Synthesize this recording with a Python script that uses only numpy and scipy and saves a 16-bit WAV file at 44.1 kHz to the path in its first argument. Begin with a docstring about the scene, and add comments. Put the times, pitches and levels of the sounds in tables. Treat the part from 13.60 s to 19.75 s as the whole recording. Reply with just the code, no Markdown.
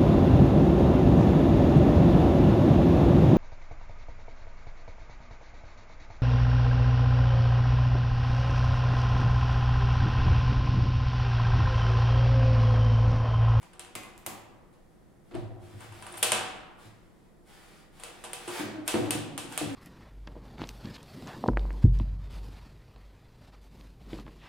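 """A sheet-aluminium box is opened and moved by hand in a bare, echoing shed.
First two latches snap open and ring. The box takes a few dull knocks, then the tight lid
squeaks and lets go with a double clank. Next a palm slides over the metal with a soft hiss.
Last, the box is dragged and bumped: its walls boom, its bottom sticks and slips in short groans,
and the lid clacks on the rim. A faint, low background noise runs underneath."""
import sys
import numpy as np
from scipy import signal
from scipy.fft import rfft, irfft
from scipy.io import wavfile
from scipy.ndimage import uniform_filter1d

SR = 44100
rng = np.random.default_rng(int(sys.argv[2]) if len(sys.argv) > 2 else 0)


def materialize(psi):
    """Save the field psi as 16-bit PCM at rate SR to the path in sys.argv[1].

    A 1-D psi becomes a single channel; in a 2-D psi each row is a channel.
    """
    bounded = np.clip(np.atleast_2d(psi).T, -1, 1)
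    quanta = np.round(bounded * 32767).astype(np.int16)
    wavfile.write(sys.argv[1], SR, quanta)


N = 271215

# Each time the lid hits the rim: start_s, level_db, thump_db, chatter_s
LID_HITS = [(.133, -35, 18, .0046), (.195, -19.5, 7.5, 0.0013), (0.2486, -32.5, 15.5, 0.00068),
            (1.75, -34.5, 5, 0.0024), (2.205, -32.5, 23, .022), (2.323, -33.5, 20, 0.003),
            (2.424, -27, 19.5, 0.0023), (2.4657, -27.5, 20.5, .0026), (2.54, -27.5, 22, .004),
            (2.575, -21, 8, .012), (2.6277, 3.5, 4.5, 0.0073), (2.719, 0.5, 11, 0.0035),
            (4.398, -28.5, 12, .0049), (4.4357, -18, 10, 0.0015), (4.639, -18, 14, 0.023),
            (4.7325, -13, 5.5, 0.001), (4.877, -17.5, 17, 0.017), (5.278, -2.5, 5.5, 0.0028),
            (5.5074, -3.5, 5, 0.0012), (5.7779, -10.5, 8, 0.00069), (5.9238, -22.5, 13.5, 0.0058),
            (5.9771, -6, 6.5, 0.00038)]
# How strong the lid's tick is, from low to high: pitch_hz, level_db
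LID_TICK = [(60, -17), (200, -8), (450, 1), (1000, 1), (2000, 1.5), (3000, 7.5), (4500, 0.5), (7000, -2),
            (9300, 1), (12000, -5.5), (16000, -15)]
# The notes the lid rings with (ring_s is the time to fade by 60 dB): pitch_hz, level_db, ring_s
LID_NOTES = [(478.5, 5.5, 0.78), (622, 3, 0.34), (752, 3.5, 0.86), (993, 3.5, 0.29), (1176, 2, 0.36),
             (1546, 4.5, 0.35), (1560, -15, 0.38), (2190, -6, .15), (2594, 5.5, 0.69), (2620, 10.5, 0.35),
             (2970, 7.5, 0.22), (3270, -14.5, .15), (5000, 5, 0.087), (7200, 2, 0.13), (8200, 9, 0.11),
             (8260, 11, .06), (9440, 7.5, .04)]

def lid(seated_hz=1037, loose_hz=886, loose_from_s=3.0):
    """The lid clanks on the rim. While seated it is stiffer, so it thumps at a higher pitch."""
    out = np.zeros((2, N))
    for start_s, level_db, thump_db, chatter_s in LID_HITS:
        thump_hz = seated_hz if start_s < loose_from_s else loose_hz
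        clank = click(LID_TICK, LID_NOTES, thump_db, thump_hz, chatter_s,
                      echo_db=-4, chatter_db=19.5, ring_db=-3.5, edge_db=14.5)
        add(out, start_s, gain_of(level_db) * clank)
    return out


# Each click of a latch: start_s, level_db, thump_db, thump_hz, chatter_s, ring_db
LATCH_HITS = [(0.0296, -31.5, 13, 874, .003, -16), (0.3528, -11.5, 6, 2170, 0.0084, -4),
              (0.435, -26, 9, 1500, 0.0024, 2.5), (0.5782, -28.5, 1.5, 2500, 0.0008, -5),
              (.6635, -7.5, 2.5, 1000, 0.0042, -6)]
# How strong a latch's tick is, from low to high: pitch_hz, level_db
LATCH_TICK = [(60, -17), (250, 5.5), (750, 10), (1150, 10.5), (1500, 3.5), (2500, 5.5), (4200, -0.5),
              (7500, -0.5), (10000, -5.5), (13000, -3), (16000, -7.5)]
# The notes a latch rings with: pitch_hz, level_db, ring_s
LATCH_NOTES = [(748, 11.5, 0.54), (1066, 8, 0.54), (1150, -1, 0.59), (2180, -8, .45), (2060, 6, 0.51),
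               (2510, -0.5, 0.9), (5400, -9, .2), (7000, -11, .25), (9880, 2, 0.38), (11800, -9, .2),
               (12420, -4, .25), (12400, 10, 0.23)]

def latches():
    """The two latches are fingered, snap open and dangle."""
    out = np.zeros((2, N))
    for start_s, level_db, thump_db, thump_hz, chatter_s, ring_db in LATCH_HITS:
        snap = click(LATCH_TICK, LATCH_NOTES, thump_db, thump_hz, chatter_s,
                     echo_db=-6.5, chatter_db=4, ring_db=ring_db, edge_db=14)
        add(out, start_s, gain_of(level_db) * snap)
    return out


def click(tone, notes, thump_db, thump_hz, chatter_s, echo_db, chatter_db, ring_db, edge_db,
          thump_octaves=0.89, edge_hz=11500, edge_loss=0.8):
    """Metal on metal: a hard tick sets the part ringing. Flatter hits thump more and sound less sharp."""
    hz = bins() + 1
    weak_lows_db = -5 / (1 + (hz / 1900) ** 4)  # treble leaves at once; lower notes build up
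    tick = unit(pulse(read(tone, hz)))
    chatter = colour(contact(chatter_s, chatter_db), weak_lows_db)
    crack = shed(tick, echo_db, chatter)[:, :SR]
    panel_db = thump_db * np.exp(-.5 * (np.log2(hz / thump_hz) / thump_octaves) ** 2)
    treble_db = (edge_db - edge_loss * thump_db) / (1 + (edge_hz / hz) ** 10)
    return colour(crack + gain_of(ring_db) * ring(notes), panel_db + treble_db)


# Each dull blow on the box: start_s, level_db, brightness_hz, wall_note_hz, chatter_s
BOX_BLOWS = [(.358, -12.5, 300, 213, 0.022), (.666, -11, 258, 208, 0.043), (1.712, -12.5, 890, 357, .02),
             (1.737, 1.5, 121, 103, 0.013), (1.744, -4.5, 770, 362, 0.007), (1.752, -5, 770, 627, 0.021),
             (2.138, -9, 71.2, 105, 0.012), (2.629, -15, 300, 210, 0.012), (2.719, -5.5, 450, 212, .007),
             (3.252, -16, 251, 108, 0.0055), (4.877, -4.5, 450, 345, 0.0096), (4.996, 1, 607, 295, .009),
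             (5.041, -4.5, 450, 217, 0.0075), (5.3406, 8, 748, 216, 0.0089), (5.353, 6, 755, 278, 0.023),
             (5.384, 5, 400, 144, 0.023), (5.55, 0.5, 450, 156, 0.023), (5.84, -10.5, 550, 159, .02),
             (6.0133, 1.5, 545, 156, .007), (6.058, -6.5, 400, 108, 0.014)]
# How strong a thud is, from low to high: pitch_hz, level_db
BOX_THUD = [(25, -22.5), (70, -9.5), (110, 2), (165, -9.5), (220, -7.5), (330, 2.5), (430, -9.5), (700, -6),
            (1500, -9), (4000, -5.5), (16000, -30)]
# The notes the box walls ring with: pitch_hz, level_db, ring_s
BOX_NOTES = [(109.3, -1, .75), (158.5, -8, 0.68), (212.3, -4, .55), (296.8, -6.5, 0.83), (334.6, 0.5, 0.17),
             (352, 4, 0.36), (488, -3.5, 0.44), (568, -24, 0.16), (624.4, -3, 0.14), (707, -9, 0.61),
             (770, -10.5, 0.84), (985, -9, 0.51)]

def knocks(echo_db=-5, chatter_db=9, boom_db=-2, boost_db=1, note_db=7, note_octaves=0.15):
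    """Soft, heavy blows thud and make the walls boom, most of all at the note of the spot they hit."""
    out, hz = np.zeros((2, N)), bins() + 1
    thud = unit(pulse(read(BOX_THUD, hz)))
    for start_s, level_db, brightness_hz, wall_note_hz, chatter_s in BOX_BLOWS:
        blow = shed(thud, echo_db, contact(chatter_s, chatter_db))[:, :SR]
        blow += gain_of(boom_db) * ring(BOX_NOTES)
        cushion_db = -10 * np.log10(1 + (hz / brightness_hz) ** 3)
        # Well below that note, the wall moves little air.
        bass_cut_db = -10 * np.log10(1 + (0.59 * wall_note_hz / (hz + 10)) ** 4)
        peak_db = note_db * np.exp(-.5 * (np.log2(hz / wall_note_hz) / note_octaves) ** 2)
        blow = colour(blow, cushion_db + bass_cut_db + peak_db)
        add(out, start_s, gain_of(boost_db + level_db) * np.sqrt(2) * unit(blow))
    return out


def ring(notes, uneven_db=-0.5, detune_share=0.0031, swell_s=0.00067):
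    """Struck metal rings with fading notes. Where it is hit and held changes them a little each time."""
    t = np.arange(SR) / SR
    hz, db, ring_s = np.transpose(notes)[:, :, None]
    weight, detune, start, apart = rng.standard_normal((4, len(notes), 1))
    phase = np.float32(2 * np.pi * (hz * (1 + detune_share * detune) * t + start))
    fade = np.exp(np.float32(-np.log(1000) / ring_s * np.minimum(t, 2 * ring_s)))
    level = np.float32(gain_of(db + uneven_db * weight)) * fade
    # Each note reaches left and right a little out of step.
    sides = np.array([(level * np.sin(phase + np.float32(side * apart / 2))).sum(0) for side in (-1, 1)])
    return unit(sides * (1 - np.exp(-t / swell_s))) * np.sqrt(2)


def contact(chatter_s, chatter_db, alike=0.64):
    """A hit breaks up into a quickly fading chatter, which the panels scatter left and right."""
    t = np.arange(SR // 8) / SR
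    fade = np.exp(-t / max(chatter_s, 1 / SR))
    force = gain_of(chatter_db) * unit(stereo_noise(len(t), alike) * fade)
    force[:, 0] = np.sqrt(.5)  # the first touch
    return unit(force) * np.sqrt(2)


# Each squeak as the tight lid is prised up: start_s, pitch_hz, level_db
LID_SQUEAKS = [(2.424, 10300, -34.5), (2.4657, 10000, -32.5), (2.5226, 9250, -29.5), (2.5715, 9000, -26),
               (2.58, 12900, -18.5), (2.592, 9100, -30.5)]

def squeaks(width_hz=750, decay_s=0.0039, echo_db=-7):
    """Each slip of the lid edge is a brief scrape that rings around one high pitch."""
    out, t = np.zeros((2, N)), np.arange(SR // 10) / SR
    for start_s, pitch_hz, level_db in LID_SQUEAKS:
        resonance = pulse(-20 * np.log10(1 + ((bins() - pitch_hz) / width_hz) ** 2))
        scrape = rng.standard_normal(len(t)) * np.exp(-t / decay_s)
        squeak = unit(signal.oaconvolve(scrape, resonance))
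        add(out, start_s, gain_of(level_db) * shed(squeak, echo_db))
    return out


# Each groan of the pushed box: start_s, length_s, slips_per_s, level_db
BOX_GROANS = [(4.98, 0.094, 400, -49), (5.116, 0.11, 323, -40), (5.47, 0.11, 297, -39),
              (5.674, 0.091, 280, -47), (6.001, .07, 298, -33.5), (6.091, 0.076, 274, -37)]

def judder(sag_hz_per_s=202, fade_db=-5, waver_share=0.029, overtone_db=-14, uneven_db=2, echo_db=-8):
    """The box bottom sticks and slips fast enough to groan, slowing and weakening as a push runs out."""
    out = np.zeros((1, N))
    for start_s, length_s, slips_per_s, level_db in BOX_GROANS:
        level = push(length_s, level_db, fade_db)
        t = np.arange(len(level)) / SR
        waver, grip = wobble(len(t)), wobble(len(t))
        pitch_hz = (slips_per_s - sag_hz_per_s * t) * (1 + waver_share * waver)
        cycles = np.cumsum(pitch_hz) / SR
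        groan = sum(gain_of(overtone_db * k) * np.sin(2 * np.pi * (k + 1) * cycles) for k in range(3))
        add(out, start_s, (groan * level * gain_of(uneven_db * grip))[None])
    return shed(out[0], echo_db)[:, :N]


# Each stroke of palm or sleeve: start_s, length_s, level_db, swell_db
PALM_STROKES = [(0, 0.065, -55.5, -27), (.46, 0.27, -67, 15), (1.11, .05, -66, -13), (1.26, 0.16, -77, -8),
                (1.63, 0.17, -66.5, 8), (1.98, 0.23, -59, -1), (2.18, 0.098, -53, -7),
                (2.28, 0.32, -52.5, 8), (3.16, 0.098, -56.5, 2.5), (3.3, 0.37, -73, -1.5),
                (3.83, .38, -57, -5.5), (4.3, .17, -55.5, 16.5), (4.48, .4, -54.5, 13),
                (4.87, 0.13, -39, 7), (5.24, 0.22, -45, -10), (5.87, .26, -47.5, -13)]
# How strong the hiss is, from low to high: pitch_hz, level_db
PALM_HISS = [(50, -34), (300, -4.5), (750, 1), (1700, 1), (3000, -3.5), (5000, -9.5), (9000, -16),
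             (16000, -8.5)]

def palm(level_db=-5):
    """Palm and sleeve slide over the lid; their tiny slips blur into a hiss."""
    tone = pulse(read(PALM_HISS, bins()))
    hiss = friction(PALM_STROKES, tone, slips_per_s=11000, spread_db=2, rest_db=-76.5)
    return gain_of(level_db) * shed(hiss, echo_db=-0.5)[:, :N]


# Each shove of the box: start_s, length_s, level_db, swell_db
BOX_SHOVES = [(0, 1.3, -61.5, -9), (1.8, 0.33, -49.5, -5), (2.25, 0.64, -50, 6.5), (4.3, 0.49, -56, 8),
              (4.86, 0.38, -48.5, -7), (5.59, 0.17, -47, -8), (5.98, 0.16, -44, -8)]

def drag(level_db=-3):
    """Dragging the box keeps its walls ringing in a low drone."""
    drone = friction(BOX_SHOVES, ring(BOX_NOTES)[0], slips_per_s=500, spread_db=0, rest_db=-66.5)
    return gain_of(level_db) * shed(drone, echo_db=-14.5)[:, :N]


def friction(moves, slip_sound, slips_per_s, spread_db, rest_db):
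    """Countless tiny, uneven slips shake the metal, as strongly as each movement presses."""
    slips = rng.standard_normal(N) * (rng.random(N) < slips_per_s / SR)
    slips *= gain_of(spread_db * np.minimum(rng.exponential(1, N), 4))
    level = np.zeros((1, N))
    for start_s, length_s, level_db, swell_db in moves:
        add(level, start_s, push(length_s, level_db, swell_db)[None])
    level = np.hypot(level[0], gain_of(rest_db))  # the hand is never quite still
    return signal.oaconvolve(unit(slips) * np.sqrt(N) * level, unit(slip_sound))[:N]


def push(length_s, level_db, swell_db, start_up_s=0.025, stop_s=0.025):
    """The loudness of one hand movement: it eases in, changes by swell_db, then dies away."""
    t = np.arange(round((length_s + 10 * stop_s) * SR)) / SR
    rise_s = start_up_s + 0.13 * length_s  # long movements start more gently
    rise = np.sin(np.pi / 2 * np.minimum(t / rise_s, 1)) ** 2
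    fall = np.exp(-np.maximum(t - length_s, 0) / stop_s)
    return rise * fall * gain_of(level_db + swell_db * (np.minimum(t / length_s, 1) - .5))


# How long the shed's echo takes to fade by 60 dB: pitch_hz, ring_s
ECHO_TIMES = [(100, 2.17), (400, 1.13), (1000, 1.27), (2700, 0.85), (4000, 0.71), (7500, 0.53),
              (11000, 0.39), (16000, 0.47)]
# How strong the echo is, from low to high: pitch_hz, level_db
ECHO_LEVELS = [(100, 9), (500, 9.5), (1200, 6), (3000, 6.5), (6000, 10.5), (8000, 3.5), (10000, -1.5),
               (16000, 5.5)]

def shed(sound, echo_db, direct=np.ones((2, 1)), early_db=3, early_s=0.0733, build_s=0.00033):
    """Sound arrives directly, then off the box and floor, then as an echo that loses its treble first."""
    hz, t, noise = signal.stft(stereo_noise(SR, alike=0.36), SR, nperseg=256)
    ring_s = read(ECHO_TIMES, hz)[:, None]
    fade = np.exp(-np.log(1000) * t / ring_s) * np.sqrt(2 * np.log(1000) / (ring_s * SR))
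    level = gain_of(read(ECHO_LEVELS, hz)[:, None] + echo_db)
    room = signal.istft(noise * fade * level, SR, nperseg=256)[1]
    t = np.arange(room.shape[1]) / SR
    room *= (1 - np.exp(-t / build_s)) * gain_of(early_db * np.exp(-t / early_s))
    room[:, :direct.shape[1]] += direct * gain_of([[0.45], [-0.45]])  # a little louder on the left
    return signal.oaconvolve(sound[None], room, axes=1)


# How strong the background noise is, from low to high: pitch_hz, level_db
AIR_TONE = [(12, -48.5), (20, -1), (113, -17.5), (138, -10.5), (198, -9.5), (270, -16.5), (337, -13.5),
            (434, -20), (472, -18), (718, -24.5), (1660, -35), (1960, -33), (2530, -47), (10500, -46),
            (16000, -53.5)]

def air(level_db=-57.5):
    """The low, steady background of the shed."""
    tone = gain_of(read(AIR_TONE, bins(N)))
    noise = irfft(rfft(stereo_noise(N, alike=0.28)) * tone, N)
    return gain_of(level_db) * unit(noise) * np.sqrt(2 * N)


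def gain_of(db):
    """Turns decibels into a number to multiply by."""
    return 10 ** (np.asarray(db) / 20)


def unit(sound):
    """Scales a sound to an energy of one."""
    return sound / np.sqrt(np.sum(sound ** 2) + 1e-20)


def read(table, hz):
    """Looks up pitches in a table, sliding smoothly between its rows."""
    pitch_hz, value = np.transpose(table)
    return np.interp(np.log(hz + 1), np.log(pitch_hz + 1), value)


def add(mix, start_s, sound):
    """Adds a sound to the mix at start_s."""
    part = mix[:, max(round(start_s * SR), 0):]
    part[:, :sound.shape[1]] += sound[:, :part.shape[1]]


def bins(size=4096):
    """Evenly spaced pitches, in Hz, on which a tone is drawn."""
    return np.fft.rfftfreq(size, 1 / SR)


def pulse(db):
    """The sharpest pulse that has these levels from low to high pitch."""
    log_gain = np.log(gain_of(np.concatenate([db, db[-2:0:-1]])))
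    return np.fft.ifft(np.exp(np.conj(signal.hilbert(log_gain)))).real


def colour(sound, db):
    """Turns each pitch of a stereo sound up or down by db."""
    return signal.oaconvolve(sound, pulse(db)[None], axes=1)


def stereo_noise(count, alike):
    """Left and right noise that are partly the same."""
    left, other = rng.standard_normal((2, count))
    return np.array([left, alike * left + np.sqrt(1 - alike ** 2) * other])


def wobble(count):
    """Smoothed noise that wanders around zero."""
    return unit(uniform_filter1d(rng.standard_normal(SR), size=500))[:count] * np.sqrt(SR)


# How the microphone lifts or lowers each pitch: pitch_hz, gain_db
MIC_TONE = [(3500, -2), (6000, -5.5), (7500, 3.5), (9200, 7.5), (10500, 5), (12000, -3.5), (16000, -14.5)]

def scene():
    """The box, heard through a small microphone with a treble peak, over the shed's background."""
    box = latches() + lid() + squeaks() + knocks() + palm() + drag() + judder()
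    return colour(box, read(MIC_TONE, bins()))[:, :N] + air()


def record(dry, top_hz=16000):
    """Rounds off the sharpest peaks, then removes the treble above top_hz."""
    low_pass = signal.firwin(255, top_hz, window=("kaiser", 9), fs=SR)
    return signal.oaconvolve(np.tanh(dry), low_pass[None], "same")


dry = scene()
out = record(dry)
materialize(out)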